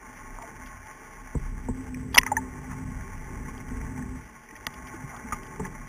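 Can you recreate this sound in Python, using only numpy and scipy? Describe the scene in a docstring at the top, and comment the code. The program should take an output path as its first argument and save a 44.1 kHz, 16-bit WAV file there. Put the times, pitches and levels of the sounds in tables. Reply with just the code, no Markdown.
"""Flowing water drums a pole and its sealed camera housing at their low modes, heard close, under water.
Eddies keep two modes swinging; fine bubbles and grit ring the shell. Water sloshes, the gear knocks,
rattles and ticks, short pops sound, and dull blows leave the pole ringing low. A sample-and-hold
at 8000 Hz mirrors every sound in the treble."""
import sys
import numpy as np
from scipy import signal
from scipy.fft import rfft, irfft, next_fast_len
from scipy.io import wavfile
from scipy.ndimage import uniform_filter1d, map_coordinates

SR = 44100
rng = np.random.default_rng(int(sys.argv[2]) if len(sys.argv) > 2 else 0)


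def put_to_file(sound):
    """Save the sound as 16-bit audio at rate SR, in the file named by the first command-line argument."""
    columns = np.atleast_2d(sound).T  # one column per channel
    safe = np.clip(columns, -1, 1)
    whole_steps = np.round(safe * 32767)
    wavfile.write(sys.argv[1], SR, whole_steps.astype(np.int16))


N = 259308

# water pushing the pole: time_s, strength_db
FLOW_STRENGTH = [(0, -56.5), (.13, -54.5), (.43, -55.5), (.6, -51.5), (1.0, -57.5), (1.34, -55.5),
                 (1.35, -45), (1.75, -45.5), (2.1, -41.5), (2.27, -46), (2.4, -42), (2.68, -46.5),
                 (2.87, -39.5), (3.15, -44), (3.41, -40), (3.55, -48), (3.9, -41), (4.18, -44), (4.3, -56),
                 (4.43, -61), (4.67, -54), (5.16, -46.5), (5.45, -47), (5.88, -50)]
# low modes of pole and housing, four groups: freq_hz, width_hz, gain_db
POLE_MODES = [
    [(33.4, 6, -3), (49.4, 11.6, -6.5), (62, 5.3, -3.5), (97.3, 7.9, -2.5)],
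    [(144.1, 3.3, 2.5), (171, 60, -7), (191.2, 3.5, -0.5)],
    [(235.4, 9.4, 0.5), (251.3, 23.4, -2)],
    [(303, 18.3, 1.5), (337, 58, 2.5), (385.6, 10, 8.5), (402, 55, -11), (440.5, 5.4, 10.5), (520, 30, -34)],
]
# flow response per pole group: gain_db, swing_ratio, wander_db, low_hz, high_hz
POLE_GROUPS = [(1, 1.23, 1.2, 40, 97), (-2, 1.17, 2.5, 98, 195), (-5.5, 0.84, 3.5, 195, 210),
               (-6.5, .5, 2.5, 256, 507)]
# lower eddy-driven mode: time_s, level_db
SWAY_LEVEL = [(0, -58), (.2, -51), (.34, -43), (.42, -56.5), (.66, -48.5), (.9, -54.5), (1.34, -46.5),
              (1.35, -29), (1.45, -31), (1.6, -38.5), (1.7, -42), (2.0, -57), (2.21, -41), (2.28, -64.5),
              (2.5, -44), (2.6, -54.5), (3.05, -45), (3.5, -38), (3.62, -47), (3.82, -36.5), (3.94, -44.5),
              (4.16, -49), (4.25, -62), (5.0, -57), (5.64, -45), (5.88, -48)]
# upper eddy-driven mode: time_s, level_db
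DRONE_LEVEL = [(0, -56), (.66, -60.5), (1.34, -63), (1.35, -56), (1.5, -47), (1.58, -57), (1.69, -42),
               (2.02, -38.5), (2.2, -48), (2.31, -38.5), (2.45, -40), (2.52, -46.5), (2.78, -42),
               (3.0, -45.5), (3.1, -59), (3.45, -47.5), (3.66, -56), (3.72, -44), (4.16, -40.5),
               (4.25, -65), (4.5, -73), (4.76, -56.5), (4.98, -48.5), (5.12, -54), (5.3, -48.5),
               (5.45, -57), (5.64, -51), (5.88, -64)]
# bubbles and grit on the shell: time_s, level_db
FIZZ_LEVEL = [(0.0, -48), (0.36, -48.5), (0.59, -47), (1.13, -49), (1.42, -51), (2.06, -53), (2.18, -54),
              (2.29, -49), (3.91, -47), (4.24, -51.5), (4.52, -52), (4.9, -45), (5.17, -45), (5.88, -47)]
# shell modes, low and high group: freq_hz, width_hz, gain_db
SHELL_MODES = [
    [(656, 106, -0.5), (850, 62, 4.5), (881.6, 31, 10.5), (1082, 25, 15), (1186, 154, 3.5)],
    [(1462, 120, 1.5), (1531, 140, 1.5), (1715, 103, 2), (1868, 210, -0.5), (1952, 37, 6), (2111, 59, 5.5),
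     (2330, 75, 3)],
]
# shell roll-off above its last modes: freq_hz, gain_db
SHELL_ROLLOFF = [(2230, -1.5), (2320, -2), (2480, -18), (2560, -9)]
# thin hiss spectrum: freq_hz, gain_db
HISS_SPECTRUM = [(2200, 4), (2550, -3), (2750, -3), (2950, -5), (3250, -5.5), (3600, -11.5), (3850, -13),
                 (4000, -19.5)]
# sloshes over the shell: start_s, level_db, t60_s, low_hz, high_hz
SLOSHES = [(0.376, -48, .18, 665, 1150), (.471, -49, 0.1, 300, 500), (.655, -54.5, 0.076, 2500, 3650),
           (2.126, -47, 0.031, 1500, 3700), (2.146, -27, 0.019, 500, 3600), (2.172, -27, 0.031, 500, 3620),
           (2.252, -57, 0.14, 694, 3250), (2.34, -46, .095, 705, 1150), (2.688, -44.5, 0.2, 810, 1980),
           (5.12, -40.5, 0.18, 684, 1430), (5.325, -43.5, 0.084, 700, 2330)]
# gear knocks: start_s, level_db, centre_hz, reach_octaves, ring_ratio
KNOCKS = [(.385, -34, 1020, .3, 0.67), (0.411, -37, 1024, 0.17, 3.2), (.424, -33.5, 2240, 0.16, 0.63),
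          (1.35, -29, 450, 0.8, 0.87), (1.685, -33.5, 905, 0.16, 0.77), (1.944, -32.5, 2240, 0.18, 0.9),
          (2.143, -25.5, 1330, .6, 1.05), (2.145, -13.5, 3320, .1, 1.4), (2.158, -21, 1310, .6, 0.56),
          (2.171, -11, 1100, .5, 0.24), (2.174, -13, 2150, .1, 1.6), (2.179, -5.5, 2300, .4, 0.79),
          (2.1815, -5, 2000, .12, 0.93), (2.183, 0, 2200, .1, 0.78), (2.1842, -1, 2860, 0.17, 0.83),
          (2.214, -26.5, 2050, .2, 0.48), (2.232, -23.5, 1490, 0.42, 0.83), (2.263, -29, 920, .15, 0.85),
          (2.264, -19.5, 1940, 0.14, 0.69), (2.271, -31, 1600, .3, 1.8), (2.316, -32.5, 1890, .2, .9),
          (2.375, -37, 1720, .1, 2.5), (4.024, -33, 1640, 0.13, 1.1), (4.487, -41, 2120, 0.17, 1.2),
          (4.508, -39, 2080, .15, .9), (4.553, -40, 1930, 0.14, 1.6), (4.564, -33.5, 2230, .15, 0.56),
          (4.6676, -18.5, 2360, .6, 0.44), (4.668, -28, 1110, 0.28, 1.02), (5.324, -27.5, 1300, 0.57, 1.1),
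          (5.327, -30.5, 2300, .15, 1.7), (5.595, -36, 900, 0.88, 1.8), (5.649, -34.5, 1830, .2, 1.8),
          (5.653, -42, 900, .2, 1.6)]
# gear modes: freq_hz, gain_db, t60_s
GEAR_MODES = [(419, -11, .05), (905, 3.1, 0.026), (1165, -2.5, 0.023), (1731, 0.5, 0.011),
              (1988, -0.3, 0.021), (2266, -0.8, 0.011), (2805, 6.5, 0.0044), (3334, -6.5, 0.019)]
# dry ticks: start_s, level_db
TICKS = [(0.4218, -31), (.4758, -42), (.871, -37), (2.215, -28), (2.232, -40), (2.2656, -35), (2.2746, -42),
         (2.317, -41), (2.327, -48), (2.367, -39), (3.5783, -32.5), (3.6237, -46), (3.688, -39),
         (4.5635, -32), (4.7403, -27), (4.8709, -27.5), (4.9417, -39), (5.1646, -30), (5.4331, -32),
         (5.4464, -44), (5.4665, -34), (5.3374, -46), (5.667, -34), (5.7214, -43.5)]
# tick spectrum: freq_hz, gain_db
TICK_SPECTRUM = [(1200, -24.5), (1900, -2.5), (2500, -7), (3200, -1.5), (3700, -15), (3990, -33)]
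# short pops, and the pole's low ring after a blow: start_s, peak_db, pitch_hz, rise_s, t60_s
POPS_AND_RINGS = [(.43, -40.5, 676, .006, 0.077), (1.36, -39, 145.6, .005, .6),
                  (2.176, -13.5, 986, 0.0031, 0.0325), (2.19, -31.5, 1036, .003, 0.065),
                  (2.273, -33.5, 1254, .0016, .064), (2.316, -15, 833, 0.0036, .033),
                  (2.318, -31, 595, .002, 0.044), (2.367, -14, 1806, .0028, 0.013),
                  (2.368, -22.5, 897, 0.0055, 0.064), (4.523, -43.5, 297, .0045, .066),
                  (4.939, -34.5, 332, 0.0033, 0.052), (5.036, -32, 131, .007, 0.062),
                  (5.322, -21, 1229, 0.0016, .028), (5.331, -26.5, 1204, .0007, 0.045),
                  (5.594, -29.5, 430, 0.0027, 0.091), (5.596, -30, 187.5, .006, 0.22)]
# blows on the pole: start_s, push_db, contact_s
THUDS = [(1.35, 34, 0.00092), (1.356, 53.5, 0.0052), (1.373, 49, 0.0071), (1.686, 25, 0.00043),
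         (1.694, 35, 0.0018), (2.18, 30.5, 0.0013), (3.715, 32.5, 0.0017), (4.666, 18, .00085),
         (5.325, 26, 0.0013), (5.594, 28, 0.0014), (5.609, 26.5, 0.0018)]
# share of a blow per pole group: gain_db
THUD_SHARES_DB = [-0.2, -1.5, 3.5, -3]
# output treble loss: freq_hz, gain_db
TREBLE_LOSS = [(100, 0), (13500, 0), (14800, -6), (15300, -9), (15600, -26), (16400, -26)]


def amp(db):
    return 10 ** (np.asarray(db) / 20)


def unit_rms(x):
    return x / np.sqrt(np.mean(x ** 2) + 1e-20)


def gain_at(points, hz):
    """Gain from (freq_hz, gain_db) points, on a log frequency axis."""
    freq_hz, gain_db = np.transpose(points)
    return amp(np.interp(np.log(hz + 1), np.log(freq_hz + 1), gain_db))


def curve(points):
    """(time_s, value) points, interpolated per sample."""
    return np.interp(np.arange(N) / SR, *np.transpose(points))


def wobble(rate_hz):
    """Smooth random curve, rate_hz knots a second."""
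    knots = rng.standard_normal(int(N * rate_hz / SR) + 4)
    return map_coordinates(knots, [np.arange(N) * rate_hz / SR])


def filtered(x, response):
    """Apply a complex frequency response."""
    size = next_fast_len(N + SR // 2)
    return irfft(rfft(x, size) * response(np.fft.rfftfreq(size, 1 / SR)), size)[..., :N]


def resonances(f, modes, flip=1):
    """Causal sum of modes; flip=1 leaves a valley between neighbours."""
    return sum(flip ** k * amp(db) * 1j * f * width_hz / (hz * hz - f * f + 1j * f * width_hz)
               for k, (hz, width_hz, db) in enumerate(modes))


def band(f, low_hz, high_hz):
    """Band-pass gain, fourth-order skirts."""
    return 1 / np.sqrt((1 + (low_hz / (f + 1)) ** 8) * (1 + (f / high_hz) ** 8))


def envelope(t, rise_s, t60_s):
    """Fast swell, exponential decay, peak 1."""
    shape = (1 - np.exp(-t / max(rise_s, 1e-4))) ** 2 * amp(-60 * t / t60_s)
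    return shape / shape.max()


def tones(rows, roughness, samples):
    """One decaying tone per row, wandering in phase."""
    out, t = np.zeros(N + SR), np.arange(samples) / SR
    for start_s, peak_db, pitch_hz, rise_s, t60_s in rows:
        drift_rad = roughness / 4 * np.cumsum(uniform_filter1d(rng.standard_normal(samples), size=24))
        tone = np.sin(2 * np.pi * pitch_hz * t + drift_rad)
        out[round(start_s * SR):][:samples] += amp(peak_db) * envelope(t, rise_s, t60_s) * tone
    return out[:N]


def flow(pivot_db=-48):
    """Turbulent water shakes each group of low modes in lumps."""
    out, shared_lumps = np.zeros(N), wobble(11)
    excess_db = curve(FLOW_STRENGTH) - pivot_db
    for modes, (gain_db, swing_ratio, wander_db, *edges_hz) in zip(POLE_MODES, POLE_GROUPS):
        push = amp(0.42 * shared_lumps + 0.81 * wobble(25)) * rng.standard_normal(N)
        level_db = pivot_db + gain_db + swing_ratio * excess_db + wander_db * wobble(5)
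        drumming = filtered(push, lambda f: resonances(f, modes) * band(f, *edges_hz))
        out += amp(level_db) * unit_rms(drumming)
    return out


def eddies(sway_hz=33.8, drone_hz=256.6):
    """Eddies lock onto two modes and sustain them as wavering tones."""
    sway_rms = amp(curve(SWAY_LEVEL) + 2.5 * wobble(14))
    sway = np.sin(2 * np.pi * np.cumsum(sway_hz + 3 * wobble(8)) / SR)
    drone_rms = amp(curve(DRONE_LEVEL) + 2.8 * wobble(26))
    drone = np.sin(2 * np.pi * np.cumsum(drone_hz + 2.26 * wobble(12)) / SR)
    return np.sqrt(2) * (sway_rms * sway + drone_rms * drone)


def fizz(grains_per_s=300, low_db=-1.5, high_db=-2.5, hiss_db=-13.5):
    """Bubbles and grit, a patter on noise, ring the shell; a thin hiss lies above."""
    level_db = curve(FIZZ_LEVEL)
    grains = unit_rms((rng.random(N) < grains_per_s / SR) * rng.standard_normal(N))
    swell_db = 1.2 * wobble(30)
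    drive = amp(swell_db) * (rng.standard_normal(N) + 0.64 * grains)
    low = filtered(drive, lambda f: resonances(f, SHELL_MODES[0]) * band(f, 540, 1270))
    high = filtered(drive, lambda f: resonances(f, SHELL_MODES[1]) * band(f, 1370, 2320)
                    * gain_at(SHELL_ROLLOFF, f))
    hiss_drive = amp(swell_db + 1.75 * wobble(60)) * (rng.standard_normal(N) + 0.26 * grains)
    hiss = filtered(hiss_drive, lambda f: gain_at(HISS_SPECTRUM, f) * band(f, 1800, 3990))
    return (amp(level_db + low_db) * unit_rms(low)
            + amp(level_db + high_db) * unit_rms(high)
            + amp(level_db.mean() + hiss_db) * unit_rms(hiss))


def sloshes(rise_per_t60=0.089, lumps_per_s=150):
    """Water washes over the shell in lumpy bursts of band-limited noise."""
    out, t = np.zeros(N + SR), np.arange(SR // 3) / SR
    for start_s, level_db, t60_s, *edges_hz in SLOSHES:
        bandpass = signal.butter(3, edges_hz, "bandpass", fs=SR, output="sos")
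        lumps = amp(3.5 * np.interp(t * lumps_per_s, np.arange(60), rng.standard_normal(60)))
        wash = unit_rms(signal.sosfilt(bandpass, lumps * rng.standard_normal(len(t))))
        shape = envelope(t, rise_per_t60 * t60_s, t60_s)
        out[round(start_s * SR):][:len(t)] += amp(level_db) * shape * wash
    return out[:N]


def knocks(rise_per_t60=0.1):
    """Each knock rings the same gear modes, favouring those near its centre frequency."""
    rows = []
    for start_s, level_db, centre_hz, reach_octaves, ring_ratio in KNOCKS:
        for freq_hz, gain_db, t60_s in GEAR_MODES:
            peak_db = level_db + gain_db - 6 * (np.log2(freq_hz / centre_hz) / reach_octaves) ** 2
            ring_s = t60_s * ring_ratio
            rows.append((start_s, peak_db, freq_hz, rise_per_t60 * ring_s, ring_s))
    return tones(rows, roughness=0.37, samples=SR // 14)


def ticks(t60_s=0.024):
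    """The gear ticks: short puffs of bright noise."""
    gate, t = np.zeros(N + SR), np.arange(SR // 15) / SR
    for start_s, level_db in TICKS:
        gate[round(start_s * SR):][:len(t)] += amp(level_db - 60 * t / t60_s)
    return filtered(gate[:N] * rng.standard_normal(N), lambda f: gain_at(TICK_SPECTRUM, f))


def pops_and_rings():
    """Single decaying tones: short pops, and the pole's low ring after a blow."""
    return tones(POPS_AND_RINGS, roughness=0.1, samples=SR // 5)


def thuds(grip_widening=4.54):
    """Short, soft pushes ring the pole modes; the grip damps them more than in free flow."""
    pushes, t = np.zeros(N + SR), np.arange(SR // 20) / SR
    for start_s, push_db, contact_s in THUDS:
        pulse = t / contact_s ** 2 * np.exp(-t / contact_s) / SR
        pushes[round(start_s * SR):][:len(t)] += amp(push_db) * pulse
    out = np.zeros(N)
    for k, (modes, share_db) in enumerate(zip(POLE_MODES, THUD_SHARES_DB)):
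        damped = [(hz, grip_widening * width_hz, db) for hz, width_hz, db in modes]
        ring = filtered(pushes[:N], lambda f: resonances(f, damped, flip=-0.84))
        out += (-1) ** k * amp(share_db) * ring
    return out


def scene():
    """All sources, summed to mono."""
    return (flow() + eddies() + fizz() + sloshes() + knocks() + ticks() + pops_and_rings() + thuds())[None]


def record(dry, rate_hz=8000, repeats=6, bass_cut_hz=27, clip_level=0.82, top_hz=16400):
    """Bass cut, soft clip, then sample-and-hold: steps mirror the sound about multiples of rate_hz."""
    highpass = signal.butter(4, bass_cut_hz, "highpass", fs=SR, output="sos")
    sampled = signal.resample_poly(signal.sosfilt(highpass, dry), rate_hz, SR, axis=1)
    clipped = sampled / (1 + np.abs(sampled / clip_level) ** 6) ** (1 / 6)
    steps = np.repeat(clipped, repeats, axis=1)
    held = signal.resample_poly(steps, SR, rate_hz * repeats, axis=1)[:, :N]
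    return filtered(held, lambda f: gain_at(TREBLE_LOSS, f) * (f < top_hz))


dry = scene()
out = record(dry)
put_to_file(out)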